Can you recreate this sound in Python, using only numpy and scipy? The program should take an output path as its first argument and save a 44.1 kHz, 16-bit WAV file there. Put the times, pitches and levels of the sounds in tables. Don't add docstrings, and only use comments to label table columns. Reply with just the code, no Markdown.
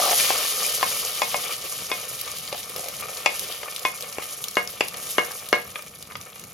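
import sys
import numpy as np
from scipy import signal
from scipy.fft import rfft, irfft, next_fast_len
from scipy.io import wavfile

SR = 44100
rng = np.random.default_rng(int(sys.argv[2]) if len(sys.argv) > 2 else 0)


def transcribe(u):
    v = np.clip(np.atleast_2d(u).T, -1, 1)
    q = np.round(v * 32767).astype(np.int16)
    wavfile.write(sys.argv[1], SR, q)


N = 287973
TIME_S = np.arange(N) / SR

# time in seconds, level of the hiss in dB.
FRY_HEAT = [(0.0, -23.5), (0.16, -21), (0.5, -26.5), (0.84, -28.5), (1.14, -29.5), (1.52, -32.5),
            (1.55, -38), (1.8, -33.5), (2.07, -37), (2.38, -38), (2.68, -40), (2.86, -38), (3.35, -37),
            (4.13, -42), (4.47, -39.5), (4.6, -44), (4.84, -41.5), (5.13, -36.5), (6.07, -51.5),
            (6.53, -50.5)]
SPOON_KNOCKS = [(0.3038, -11.5, -12, -34, 11, 9, 0, 8, 0, -12),
                (0.828, -11, -12.5, -9.5, 3.5, 11.5, 1, 11, 4, -37),
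                (1.2179, -11, -13.5, -6, 5, 10, -2, 10.5, -9, -1),
                (1.343, -10.5, -30, -4.5, 2, 0, -1, -5, -8, -11),
                (1.9151, -20, -2.5, -2, 7.5, 7.5, -1, 12.5, 3.5, -10),
                (3.2601, -4.5, -18, -10, 6.5, 3.5, 3, 1, -26, -1),
                (3.8505, -10.5, -10.5, -5, 5.5, 10.5, -4.5, 2.5, -2, -33),
                (4.1834, -16, -3.5, -22, 4, 0, 5, -14, -14, -14),
                (4.569, -10, -0.5, 3.5, -11, -1, -1, -9, 3, -10),
                (4.8074, -9, -3.5, -17.5, 6, 1, 8, 2.5, -7, -1),
                (5.1822, -7, -1.5, 1.5, -16.5, -1, -4.5, 4, 2, -13),
                (5.5277, -5, -1, 2.5, -16, -5, -9, 2, 1, -17)]
# frequency in Hz, level in dB, t60 in seconds.
PAN_MODES = [(192.6, -33.5, 0.42), (481.6, -20.5, 0.37), (583, -17, 0.32), (717, -21, 0.37),
             (887, -33, 0.11), (1190, -25, 0.16), (1360, -39, 0.077), (1830, -31, 0.15),
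             (1042, -14.5, 0.22), (1645, -22, 0.17), (2175, -8, 0.2), (1970, -20, 0.068),
             (2490, -13.5, 0.13), (2530, -21, 0.087), (2836, -12.5, 0.081), (3395, -16.5, 0.047),
             (3680, -28.5, 0.055), (4800, -38, 0.069), (5400, -23, 0.053), (5970, -28, 0.07)]
# frequency in Hz, level in dB, t60 in seconds.
CLACK_MODES = [(588, -11, 0.019), (770, -8, 0.037), (1066, -12, 0.044), (1230, -11, 0.019),
               (1650, 1.5, 0.0078), (2006, -9, 0.0073), (2240, -14, 0.02), (2610, -5, 0.0042),
               (2803, -10, 0.015), (3400, -27.5, 0.015), (4700, -20.5, 0.014), (5350, -24.5, 0.017),
               (7260, -14.5, 0.007)]
# start in seconds, level in dB, pitch in Hz, cluster length in seconds.
PLOPS_AND_SCRAPE = [(0, -10.5, 705, .14), (0.022, -12.5, 1200, 0.065), (0.603, -22, 1830, .02),
                    (0.647, -15.5, 2380, .025), (1.641, -28.5, 407, .02), (2.527, -15.5, 553, .008),
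                    (2.546, -18, 720, .015), (2.7, -29, 500, .008), (2.761, -20, 520, .008),
                    (2.781, -24, 560, .015), (2.809, -31, 500, .008), (2.837, -24.5, 695, .05),
                    (2.861, -28.5, 500, .04), (3.438, -29.5, 414, 0.078), (3.633, -25, 583, .008),
                    (3.646, -26, 560, .008), (3.658, -24.5, 1190, .02), (4.033, -29, 563, .008),
                    (4.737, -30, 584, .008)]
# start in seconds, level in dB, pitch in Hz.
LIGHT_TAPS = [(.81, -16, 2500), (2.277, -19.5, 3620), (3.631, -21.5, 1390), (3.724, -23.5, 3000),
              (4.222, -19.5, 2980), (4.942, -20, 3460), (5.3077, -25, 1220), (5.7573, -17, 2000),
              (6.1095, -30, 1100), (6.12, -27, 2180), (6.1542, -19.5, 2200), (6.36, -29, 2570)]
# frequency in Hz, level in dB, t60 in seconds.
TAP_MODES = [(560, -8, 0.025), (1222, -9.5, 0.053), (1530, -22.5, 0.015), (1890, -17, 0.018),
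             (2440, -19, 0.04), (3670, -19, 0.012)]
# start in seconds, level in dB before POP_DB, pitch in Hz.
OIL_POPS = [(2.2128, -21, 11000), (2.696, -24.5, 10000), (2.7635, -19.5, 10500), (4.008, -25, 9000),
            (4.484, -23.5, 7000), (4.675, -24.5, 5000), (6.0258, -29, 7000), (2.385, -25, 10000),
            (2.477, -26, 4500), (2.631, -30, 3500), (2.842, -27, 4500), (2.885, -25, 9000),
            (3.0092, -22, 10000), (3.1718, -25, 8060), (3.3946, -20, 8050), (3.7625, -22, 5500),
            (3.794, -27, 8000), (4.024, -27, 5200), (4.1264, -27, 5500), (4.4405, -20, 8000),
            (4.5113, -28, 8000), (4.555, -27, 4500), (4.884, -25, 7100), (4.9712, -26, 6000),
            (5.2493, -26, 8000), (5.318, -25, 7100), (5.4882, -24, 7000), (5.8233, -29, 9100),
            (5.957, -36, 8000), (6.169, -32, 7000), (6.213, -31, 6000), (6.3964, -31, 8000),
            (6.439, -33, 6000)]
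# frequency in Hz, width of one filter pass in Hz, level in dB.
POT_MODES = [(509, 167, 9.5), (595, 130, 7), (691, 77, 6), (1191, 222, 6), (1797, 80, -1), (2247, 98, -1),
             (2389, 115, -3), (2750, 310, -10)]
# frequency in Hz, level in dB.
HISS_SPECTRUM = [(300, -35), (1500, -15), (3000, -12), (5500, -1), (8000, 1.5), (10000, 1.5), (13000, -0.5),
                 (15700, -6)]
SPUTTER_SPECTRUM = [(50, -13), (250, -0.5), (900, -12), (1300, -13), (1550, -7), (2050, -1.5), (2400, -5),
                    (3100, 3.5), (4500, -0.5), (6500, -5), (12000, -1)]
KITCHEN_SPECTRUM = [(20, -36), (40, -11), (65, 0), (110, 3.5), (150, 4), (195, 4), (250, -3.5), (500, -9.5),
                    (1500, -17.5), (8000, -19.5)]
WALL_SPECTRUM = [(60, -12), (300, -1), (2000, 0), (5000, 3), (8000, -8), (14000, -12)]
# frequency in Hz, lead of the left in radians.
LEFT_LEAD_RAD = [(0, 0), (900, .3), (1800, 0), (3200, .6), (5200, .3), (6900, -1.1), (7700, -2.9),
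                 (8900, -3.4), (10400, -6.1), (12700, -6.5), (13800, -9.1), (16000, -9.6)]
# frequency in Hz, left minus right in dB.
LEFT_BALANCE_DB = [(100, -1), (500, 1), (1100, 4.5), (1750, 0), (2250, 5), (2750, 3.5), (3300, 3),
                   (5000, 4.5), (7500, -1.5)]
# time of the height in seconds, length in seconds,
# more hiss in dB, more sputter in dB.
LANDING_FLARES = [(0.257, 0.11, 0, 4), (2.36, 0.5, 0, 7), (2.55, 0.082, -4.5, 7.5), (3.505, 0.17, -1, 7),
                  (4.272, 0.12, 3.5, 5.5), (5.069, 0.13, 8, 2)]
# centre in Hz, half width at 1/e in Hz.
MODE_FAMILIES = [(1038, 36), (2780, 220), (4500, 1560)]
# frequency in Hz, share of the blow's rim dB.
RIM_RESPONSE = [(500, 0.08), (800, 0.21), (1400, -0.36), (1950, 0.15), (2170, 0.37), (2450, 1.45),
                (2800, 0), (3400, 0.84), (3800, 2), (4600, 0.85)]

SIMMER_DB = -40
HISS_DB, HISS_SLOPE = -39, 0.9
SPUTTER_DB, SPUTTER_SLOPE = -45, 0.86
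BUBBLING_DB, BUBBLING_SLOPE = -43.5, 0.59
CRACK_DB, CRACK_SLOPE = -46.5, 0.49
BUBBLES_PER_S = 4200
SMOOTHING = 0.53
SPIT_SPREAD_DB = 2.5
HISS_WALL_DB, SPUTTER_WALL_DB = -10, -3
SWARM_DB, SWARMS_PER_S = 3, 60
POUR_END_S, POUR_STOP_S, POUR_DB = 1.71, 0.044, 3.5
COARSE_HZ, COARSE_WIDTH_HZ, COARSE_DB_PER_S = 4740, 1900, -0.79

PLOP_DB, PLOP_POT_DB = -7.5, -21
PLOP_SPREAD_OCT, PLOP_GAP_S = 0.25, 0.011
PLOP_T60_S, PLOP_RISE_PER_S = 0.032, 3.3
PLOP_TICK_DB, PLOP_TICK_HZ = 0, 3140
SLOSH_DB, SLOSH_HZ, SLOSH_DB_PER_OCT = -2, 550, -9

TILT_HZ, FULL_TILT_DB, EMPTY_TILT_DB, EMPTYING_S = 1360, -7, 4.5, 1.9
FULL_RING_S, EMPTY_RING_S = 0.032, 0.14
HOLLOW_HZ, HOLLOW_WIDTH_HZ = 1526, 710
REBOUND_S = 0.00279
CONTACT_DB, CONTACT_HZ = -8.5, 5500
TAP_DB, TAP_CRACK_DB = 0.5, -2.5
POP_DB = 9
ROOM_T60_S = 0.27
LOW_CUT_HZ, TOP_HZ = 30, 15900


def undb(db):
    return 10 ** (np.asarray(db) / 20)


def unit(x):
    return x / np.sqrt(np.mean(x ** 2))


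def fade(t_s, t60_s):
    return np.exp(-np.log(1000) * t_s / t60_s)


def add(out, start_s, sound):
    start = max(int(start_s * SR), 0)
    out[..., start:start + sound.shape[-1]] += sound[..., :N - start]


def spectrum(points, size):
    hz, db = np.transpose(points)
    bins_hz = np.fft.rfftfreq(size, 1 / SR)
    return undb(np.interp(np.log(bins_hz + 1), np.log(hz), db))


def colour(x, points):
    size = next_fast_len(N + SR // 10)
    return irfft(rfft(x, size) * spectrum(points, size), size)[..., :N]


def band(x, hz, width_hz, order=1):
    for _ in range(order):
        x = signal.lfilter(*signal.iirpeak(hz, hz / width_hz, fs=SR), x)
    return x


def walk(knots_per_s):
    knots = rng.standard_normal(4096)
    return np.interp(TIME_S * knots_per_s, np.arange(len(knots)), knots)


def echoes(x, t60_s, db, gap_s):
    t_s = TIME_S[:SR // 2]
    tail = rng.standard_normal((2, len(t_s))) * fade(t_s, t60_s) * (t_s > gap_s)
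    tail /= np.sqrt(np.sum(tail ** 2, axis=1, keepdims=True))
    return undb(db) * signal.fftconvolve(np.atleast_2d(x), tail, axes=1)[:, :N]


def pot_air(x):
    return sum(undb(db) * band(x, hz, width_hz, order=2) for hz, width_hz, db in POT_MODES)


def bursts(rate_per_s, spread_db, wall_db, count=10):
    out = 0
    chance = np.minimum(rate_per_s / count / SR, 1)
    for hz in np.geomspace(2500, 15000, count):
        size_db = spread_db * np.minimum(rng.exponential(size=N), 5)
        size = undb(size_db + SWARM_DB * walk(SWARMS_PER_S))
        clicks = (rng.random(N) < chance) * size * rng.choice([-1, 1], N) / np.sqrt(chance)
        clicks = 0.25 * clicks + band(clicks, hz, hz / 2) * np.sqrt(7000 / hz)
        out = out + clicks + echoes(clicks, t60_s=0.014, db=wall_db, gap_s=0.0001)
    return unit(out)


def spits(per_s, spread_db, count=1500):
    out, t_s = np.zeros(N), TIME_S[:SR // 50]
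    for when, pitch, size, length in rng.random((count, 4)):
        hz = 3000 * 4.6 ** pitch
        start_s = when * count / per_s
        crack = rng.standard_normal(len(t_s)) * fade(t_s, 0.001 + 0.004 * length)
        if start_s < TIME_S[-1]:
            add(out, start_s, undb(spread_db * min(-np.log(size), 2)) * band(crack, hz, hz / 3))
    return unit(out + echoes(out, t60_s=0.0078, db=-45.0, gap_s=0.0004))


def sizzle():
    heat_db = np.interp(TIME_S, *np.transpose(FRY_HEAT)) - SIMMER_DB
    pour = np.clip((POUR_END_S - TIME_S) / POUR_STOP_S, 0, 1)
    hiss_db = HISS_SLOPE * heat_db
    sputter_db = SPUTTER_SLOPE * heat_db + POUR_DB * pour
    for height_s, length_s, more_hiss_db, more_sputter_db in LANDING_FLARES:
        flare = np.exp(-(2 * (TIME_S - height_s) / length_s) ** 2)
        hiss_db = hiss_db + more_hiss_db * flare
        sputter_db = sputter_db + more_sputter_db * flare
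    rate_per_s = BUBBLES_PER_S * undb(0.55 * hiss_db)
    flicker = undb(-SMOOTHING * np.maximum(heat_db, 0))

    hiss = unit(colour(bursts(rate_per_s, spread_db=3.0, wall_db=HISS_WALL_DB), HISS_SPECTRUM))
    hiss = hiss * undb(HISS_DB + hiss_db + 3.3 * flicker * walk(60))
    sputter = unit(colour(bursts(rate_per_s, spread_db=2.0, wall_db=SPUTTER_WALL_DB), SPUTTER_SPECTRUM))
    sputter = sputter * undb(SPUTTER_DB + sputter_db + 4.0 * flicker * walk(50))
    cracks = spits(per_s=130, spread_db=SPIT_SPREAD_DB) * undb(CRACK_DB + CRACK_SLOPE * hiss_db)
    big = bursts(rate_per_s * 0.34, spread_db=3.5, wall_db=-8.5, count=3)
    bubbling = unit(pot_air(big)) * undb(BUBBLING_DB + BUBBLING_SLOPE * heat_db + 1.43 * walk(30))

    fizz = hiss + sputter + cracks
    coarse_change = undb(COARSE_DB_PER_S * TIME_S) - 1
    return fizz + coarse_change * band(fizz, COARSE_HZ, COARSE_WIDTH_HZ) + bubbling


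def clusters():
    rows = []
    for start_s, db, hz, length_s in PLOPS_AND_SCRAPE:
        rows.append((start_s, db, hz))
        for k, (when, pitch, size) in enumerate(rng.random((24, 3))):
            delay_s = (k + 1 + when) * PLOP_GAP_S
            if delay_s < length_s:
                tone_hz = hz * 2 ** (PLOP_SPREAD_OCT * (pitch - 0.5))
                rows.append((start_s + delay_s, db - 5 * size, tone_hz))
    return rows


def bloops(rows):
    out, t_s = np.zeros(N), TIME_S[:SR // 8]
    for start_s, db, hz in rows:
        tone = np.sin(2 * np.pi * hz * (t_s + PLOP_RISE_PER_S * t_s ** 2 / 2))
        onset = 1.17 * (1 - np.exp(-t_s / 0.00034))
        add(out, start_s, undb(db) * tone * fade(t_s, PLOP_T60_S) * onset)
    return out


def splashes(rows, t60_s, focus):
    out, t_s = np.zeros(N), TIME_S[:SR // 8]
    for start_s, db, hz in rows:
        noise = rng.standard_normal(len(t_s)) * fade(t_s, t60_s)
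        burst = band(noise, hz, min(hz / focus, SR / 3), order=2)
        add(out, start_s, undb(db) * burst / np.abs(burst).max())
    return out


def plops_and_ticks():
    tones = clusters()
    sloshes = []
    for start_s, db, hz in tones:
        octaves = max(np.log2(hz / SLOSH_HZ), 0)
        sloshes.append((start_s, db + SLOSH_DB + SLOSH_DB_PER_OCT * octaves, hz))
    plops = bloops(tones) + splashes(sloshes, t60_s=0.034, focus=1.3)
    plops = undb(PLOP_DB) * plops + undb(PLOP_POT_DB) * pot_air(plops)
    tick_rows = [(start_s, db + PLOP_TICK_DB, PLOP_TICK_HZ) for start_s, db, _ in sloshes]
    return plops, splashes(tick_rows, t60_s=0.012, focus=0.6)


def kitchen():
    noise = rng.standard_normal(N) + 0.22 * rng.standard_normal((2, N))
    return unit(colour(noise, KITCHEN_SPECTRUM)) * undb(-52.0 + 2.8 * walk(16))


def ring(modes, t_s, reach_db):
    out, ears = 0, np.array([[1], [-1]])
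    for k, (hz, mode_db, t60_s) in enumerate(modes):
        lobe_rad = 0.38 * rng.choice([-1, 1]) * min(hz / 1100, 1)
        gain = (-1) ** k * undb(mode_db + reach_db(hz) + 0.11 * ears)
        out = out + gain * np.sin(2 * np.pi * hz * t_s + ears * lobe_rad) * fade(t_s, t60_s)
    return out * np.minimum(t_s / 0.0005, 1)


def knocks():
    out, t_s = np.zeros((2, N)), TIME_S[:SR // 3]
    for (start_s, db, thud_db, ring_db, rim_db, base_db, edge_db, top_db,
         hollow_db, rebound_db) in SPOON_KNOCKS:
        full = np.exp(-start_s / EMPTYING_S)
        tilt_db = EMPTY_TILT_DB + (FULL_TILT_DB - EMPTY_TILT_DB) * full
        ring_s = EMPTY_RING_S + (FULL_RING_S - EMPTY_RING_S) * full

        def place_db(hz):
            gains_db = (base_db, edge_db, top_db)
            families_db = sum(more_db * np.exp(-((hz - centre_hz) / width_hz) ** 2)
                              for more_db, (centre_hz, width_hz) in zip(gains_db, MODE_FAMILIES))
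            near_rim_db = rim_db * np.interp(hz, *np.transpose(RIM_RESPONSE))
            return families_db + near_rim_db + tilt_db * np.clip(np.log2(hz / TILT_HZ), -1, 1)

        clack = ring(CLACK_MODES, t_s, place_db)
        rebound = -undb(rebound_db) * np.array([np.interp(t_s - REBOUND_S, t_s, ear) for ear in clack])
        swell = t_s / 0.0019
        thud = undb(thud_db + 0.5) * (swell * np.exp(1 - swell)) ** 3 * np.sin(2 * np.pi * 465 * t_s)
        crowd = rng.standard_normal(len(t_s)) + 1.76 * rng.standard_normal((2, len(t_s)))
        crowd = band(band(crowd * fade(t_s, 0.18), 1040, 1900), 670, 3300)
        crowd = undb(ring_db * 0.21 - 12.5) * crowd
        scuff = rng.standard_normal((2, len(t_s))) * fade(t_s, 0.028)
        scuff = band(band(scuff, 4500, 3200), 4700, 4000)
        scuff = undb(rim_db * 0.5 + top_db + tilt_db / 2 - 21.0) * scuff
        contact = rng.standard_normal(len(t_s)) * fade(t_s, 0.011)
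        contact = undb(CONTACT_DB) * band(contact, CONTACT_HZ, 5500)
        ringing = undb(ring_db) * ring(PAN_MODES, t_s, place_db) * np.exp(-(t_s / ring_s) ** 2)
        blow = contact + clack + rebound + ringing + thud + crowd + scuff
        hollow = (undb(hollow_db) - 1) * band(blow, HOLLOW_HZ, HOLLOW_WIDTH_HZ)
        add(out, start_s, undb(db) * (blow + hollow))
    return out


def light_taps():
    out, t_s = np.zeros((2, N)), TIME_S[:SR // 8]
    for start_s, db, pitch_hz in LIGHT_TAPS:
        ringing = ring(TAP_MODES, t_s, lambda hz: -3.0 * abs(np.log2(hz / pitch_hz)))
        add(out, start_s, undb(db + TAP_DB) * ringing)
    return out + undb(TAP_CRACK_DB) * splashes(LIGHT_TAPS, t60_s=0.017, focus=0.83)


def oil_pops():
    return undb(POP_DB) * splashes(OIL_POPS, t60_s=0.005, focus=0.55)


def spatter():
    plops, ticks = plops_and_ticks()
    hits = ticks + light_taps() + oil_pops()
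    return plops + hits + echoes(hits + plops / 2, t60_s=0.029, db=-4.0, gap_s=0.00097)


def scene():
    near = sizzle() + spatter() + knocks()
    walls = echoes(colour(near, WALL_SPECTRUM), t60_s=ROOM_T60_S, db=-9.5, gap_s=0.0075)
    return near + walls + kitchen()


def record(dry):
    lead_rad = np.interp(np.fft.rfftfreq(N, 1 / SR), *np.transpose(LEFT_LEAD_RAD))
    half = np.sqrt(spectrum(LEFT_BALANCE_DB, N)) * np.exp(0.5j * lead_rad)
    stereo = irfft(rfft(dry) * np.array([half, 1 / half]), N)
    stereo = stereo / (1 + (stereo / 0.95) ** 4) ** 0.25
    stereo = signal.sosfilt(signal.butter(2, LOW_CUT_HZ, "high", fs=SR, output="sos"), stereo)
    return signal.sosfilt(signal.ellip(8, 0.2, 70, TOP_HZ, fs=SR, output="sos"), stereo)


dry = scene()
out = record(dry)
transcribe(out)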